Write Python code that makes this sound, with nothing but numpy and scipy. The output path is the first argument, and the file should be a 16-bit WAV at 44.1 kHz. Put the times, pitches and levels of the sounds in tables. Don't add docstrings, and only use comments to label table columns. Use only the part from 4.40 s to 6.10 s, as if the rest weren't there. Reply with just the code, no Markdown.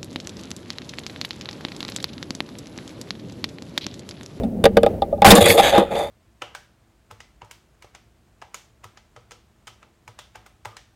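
import sys
import numpy as np
from scipy import signal
from scipy.fft import rfft, irfft
from scipy.io import wavfile
from scipy.ndimage import uniform_filter1d

SR = 44100
rng = np.random.default_rng(int(sys.argv[2]) if len(sys.argv) > 2 else 0)


def pcm_store(signal):
    levels = np.round(np.clip(np.atleast_2d(signal), -1, 1) * 32767)
    wavfile.write(sys.argv[1], SR, levels.astype(np.int16).T)


N = 74970
T = np.arange(N) / SR

def amp(db):
    return 10 ** (np.asarray(db) / 20)

def unit(x):
    return x / np.sqrt(np.mean(x ** 2) + 1e-20)

def mix(events):
    out = np.zeros(N)
    for start, sound in events:
        part = out[round(start * SR):][:len(sound)]
        part += sound[:len(part)]
    return out

def colour(x, points):
    hz, db = np.transpose(points)
    f = np.fft.rfftfreq(len(x), 1 / SR)
    return unit(irfft(rfft(x) * amp(np.interp(np.log(f + 1), np.log(hz), db)), len(x)))

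def resonate(x, hz, width_hz):
    b, a = signal.iirpeak(min(hz, SR * .45), hz / (1.55 * width_hz), SR)
    return unit(signal.lfilter(b, a, signal.lfilter(b, a, x)))

def steady(x, size):
    return x / np.sqrt(abs(uniform_filter1d(x ** 2, size)) + 1e-9)

# frequency in Hz, relative level in dB.
WIND_SPECTRUM = [(25, -21), (80, -9), (135, -19), (560, -17.5), (800, -28.5), (1050, -47), (2500, -53.5),
                 (6000, -66)]
# time in seconds, rush level in dB, hum level in dB.
AIRFLOW = [(0, -19.5, -54), (0.039, -29, -17.5), (0.112, -32, -30), (.21, -30, -24), (.52, -24.5, -29.5),
           (0.611, -32, -35), (0.821, -30, -36), (1.7, -39.5, -52)]
def wind():
    times, rush_db, hum_db = np.transpose(AIRFLOW)
    rush = steady(colour(rng.standard_normal(N), WIND_SPECTRUM), size=2500)
    hum = steady(resonate(rng.standard_normal(N), hz=207, width_hz=39), size=1500)
    return amp(np.interp(T, times, rush_db)) * rush + amp(np.interp(T, times, hum_db)) * hum

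def coupling(hz, centre_hz, hardness=1):
    spread_oct, floor = 0.38 * np.sqrt(hardness), 0.15 * hardness
    return floor + (1 - floor) * np.exp(-(np.log2(hz / centre_hz) / spread_oct) ** 2)

def contact_colour(x, tilt_db=0):
    hz = np.arange(1, SR / 2, 190)
    db = 4.2 * rng.standard_normal(len(hz)) + tilt_db * np.log2(1 + hz / 1000)
    return colour(x, np.transpose([hz, db]))

# frequency in Hz, level in dB, time to decay by 60 dB in seconds.
BODY_MODES = [(341, 2.5, 0.057), (462.7, 0.5, 0.082), (571.4, 2, 0.05), (630, -2.5, 0.04), (679, -4, 0.026),
              (799, 4.5, 0.05), (1215, -2, 0.05)]
def body_ring(t, centre_hz, hardness):
    detune = np.exp(.012 * rng.standard_normal(len(BODY_MODES)))
    ring = np.zeros(len(t))
    for k, (hz, db, t60) in enumerate(BODY_MODES):
        mode = amp(db - 60 * t / t60) * np.sin(2 * np.pi * hz * detune[k] * t)
        ring += (-1) ** (k // 2) * coupling(hz, centre_hz, hardness) * mode
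    return ring

TUBE_MODES = [(96, -10.5, 0.024), (202.2, 4.5, 0.071), (304, -17, 0.14)]
# frequency in Hz, relative level in dB.
CRACK_SPECTRUM = [(200, 9), (1000, 0), (3000, -5), (3600, -14.5), (4600, -9.5), (5600, -18), (10000, -12),
                  (16000, -25)]
def impact(ring_db, centre_hz, crack_db, crack_s, thud_db, ping_db):
    t = T[:SR // 3]
    rise = lambda seconds: 1 - np.exp(-t / seconds)
    hardness = min(1, amp(.45 * (crack_db + 24)))
    ring = body_ring(t, centre_hz, hardness) * rise(0.002 / hardness) ** 2
    thud = sum(amp(db - 60 * t / t60) * np.sin(2 * np.pi * hz * t) for hz, db, t60 in TUBE_MODES)
    crack_noise, ping_noise, tail_noise = rng.standard_normal((3, len(t)))
    lowpass = signal.butter(5, 4600, fs=SR, output="sos")
    dull_tail = signal.sosfilt(lowpass, contact_colour(colour(tail_noise, CRACK_SPECTRUM)))
    crack = colour(crack_noise, CRACK_SPECTRUM) * np.exp(-(t / crack_s) ** 2)
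    crack += amp(-9) * dull_tail * np.exp(-t / .012)
    ping = steady(resonate(ping_noise, hz=3593, width_hz=158), size=200) * np.exp(-t / 0.0047)
    return (amp(ring_db) * ring + amp(thud_db) * thud * rise(0.0034)
            + (amp(crack_db) * crack + amp(ping_db) * ping) * rise(0.00041))

# start in seconds, ring level in dB, ring centre in Hz,
# crack level in dB, crack length in seconds, thud level in dB, ping level in dB.
HARNESS_KNOCKS = [(0.034, -8.5, 648, -39.5, 0.019, -27, -36), (0.2398, -2, 480, -10, 0.0075, -28, -10),
                  (0.254, 10, 580, -9.5, 0.0085, -9, -5), (0.369, 7, 540, -11.5, 0.0069, -7.5, -14),
                  (0.4321, 0.5, 530, -12.5, 0.0026, -12, -23), (0.4629, 0.5, 615, -20, 0.003, -27, -23),
                  (0.6202, -3.5, 710, -22, 0.0014, -50, -22.5), (0.726, 6.5, 614, -47.5, 0.0057, -48, -54),
                  (0.777, -4.5, 697, -53, 0.006, -43, -54), (0.8195, 4, 743, -7, 0.0013, -8, -13.5)]
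def harness_knocks():
    return mix((start, impact(*row)) for start, *row in HARNESS_KNOCKS)

# start in seconds, level in dB, centre frequency in Hz.
SHELL_TICKS = [(0.035, -45.5, 4350), (0.9528, -8.5, 8360), (1.0587, -12, 8700), (1.102, -1, 2290),
               (1.1436, -22, 10500), (1.151, -20, 10200), (1.555, -27.5, 3160)]
def ticks():
    t = T[:SR // 10]
    decay = np.exp(-t / 0.0046)
    return mix((start, amp(db) * decay * resonate(rng.standard_normal(len(t)), hz, width_hz=0.27 * hz))
               for start, db, hz in SHELL_TICKS)

GROUND_BLOWS = [(0.846, 19.3, 746, 3, 0.031, 6.5, -5), (0.875, 4.8, 666, -4.5, 0.062, 1, -6.5),
                (0.905, 22.5, 740, 24, 0.012, -21, 32), (0.919, 16.3, 444, -19, 0.0061, 14.5, -18),
                (0.981, 1.4, 660, -22, 0.002, -1.5, -26), (1.196, 3.8, 855, -27.5, 0.004, -14.5, -13.5),
                (1.378, 3.2, 360, -17, 0.012, -3, -15)]
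def ground_blows():
    return mix((start, impact(*row)) for start, *row in GROUND_BLOWS)

def grains(per_s, size):
    strengths = amp(3.1 * np.minimum(rng.exponential(1, size), 5))
    return unit(strengths * rng.choice([-1, 1], size) * (rng.random(size) < per_s / SR))

def clumps(size):
    flicker = resonate(rng.standard_normal(size), hz=112, width_hz=112)
    return unit(amp(1.2 * flicker))

def pressure(t, length):
    swell = np.minimum(t / (0.22 * length), 1)
    fade = np.exp(-np.maximum(t - length, 0) / (0.34 * length))
    arch_db = 34 * length * (np.sin(np.pi * np.minimum(t / length, 1)) - 2 / np.pi)
    return swell * fade * amp(arch_db)

# frequency in Hz, relative level in dB.
GRIT_SPECTRUM = [(1000, -2), (2000, 4), (3000, -3), (3600, 7.5), (4100, -6.5), (4700, -6), (5600, -23),
                 (6800, -8.5), (8700, -15), (9500, -10.5), (14500, -19.5), (16000, -51)]
def scrape(length, grit_db, tilt_db, ring_db, centre_hz, bump_db):
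    t = T[:SR // 4]
    n = len(t)
    sandy_grains = grains(per_s=4000, size=n) + 0.14 * rng.standard_normal(n)
    grit = contact_colour(colour(sandy_grains, GRIT_SPECTRUM), tilt_db)
    slips = grains(per_s=730, size=2 * n)
    ring = sum(amp(db) * coupling(hz, centre_hz) * steady(resonate(slips, hz, 1.97 / t60), size=2500)
               for hz, db, t60 in BODY_MODES)[n:]
    bumps = sum(amp(db) * resonate(slips, hz, width_hz=88) for hz, db, _ in TUBE_MODES)[n:]
    layers = [(amp(grit_db) * clumps(n), grit), (amp(ring_db), ring), (amp(bump_db), bumps)]
    return pressure(t, length) * sum(gain * steady(x, size=800) for gain, x in layers)

# start in seconds, length in seconds, grit level in dB,
# grit tilt in dB per octave, ring level in dB, ring centre in Hz, bump level in dB.
GROUND_DRAGS = [(0.949, 0.035, -14, 2.5, -10, 484, -21.5), (1.004, 0.024, -15, 4.5, -8, 530, -28),
                (1.035, 0.024, -17, 4.5, -15, 464, -28), (1.053, 0.025, -14, 1, -10.5, 506, -23),
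                (1.078, 0.045, -14.5, 5.5, -12, 480, -21), (1.133, 0.065, -31.5, 4, -13, 490, -46),
                (1.173, 0.031, -14.5, 1.5, -9, 600, -40), (1.214, 0.08, -17, -1.5, -17, 630, -49),
                (1.318, 0.078, -21, -4, -11, 625, -35), (1.393, 0.036, -39.5, -2.5, -14, 510, -27),
                (1.44, 0.079, -43.5, -5, -35.5, 477, -41), (1.502, 0.051, -35.5, -1, -22.5, 572, -33),
                (1.534, 0.11, -32.5, 0, -21, 594, -43)]
def slide():
    return mix((start, scrape(*row)) for start, *row in GROUND_DRAGS)

# start in seconds, level in dB.
SOFT_THUMPS = [(1.017, -13), (1.091, -14)]
def thumps(peak_s=0.0093):
    t = T[:SR // 10]
    thump = t / peak_s * np.exp(1 - t / peak_s) * np.sin(2 * np.pi * TUBE_MODES[0][0] * t)
    return mix((start, amp(db) * thump) for start, db in SOFT_THUMPS)

def scene():
    sources = wind() + harness_knocks() + ground_blows() + ticks() + thumps() + slide()
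    hiss = amp(-60.5) * rng.standard_normal(N)
    return (sources + hiss)[None]

def record(dry):
    ceiling, knee = .7, 10
    low_cut_hz, top_hz = 8, 16100
    fine = signal.resample_poly(dry, 4, 1, axis=1)
    clipped = fine / (3.5 + abs(fine / ceiling) ** knee) ** (1 / knee)
    x = signal.resample_poly(clipped, 1, 4, axis=1)
    x = signal.lfilter(*signal.butter(1, low_cut_hz, "high", fs=SR), x)
    lowpass = signal.firwin(301, top_hz, window=("kaiser", 8), fs=SR)
    return signal.oaconvolve(x, lowpass[None], "same")

dry = scene()
out = record(dry)
pcm_store(out)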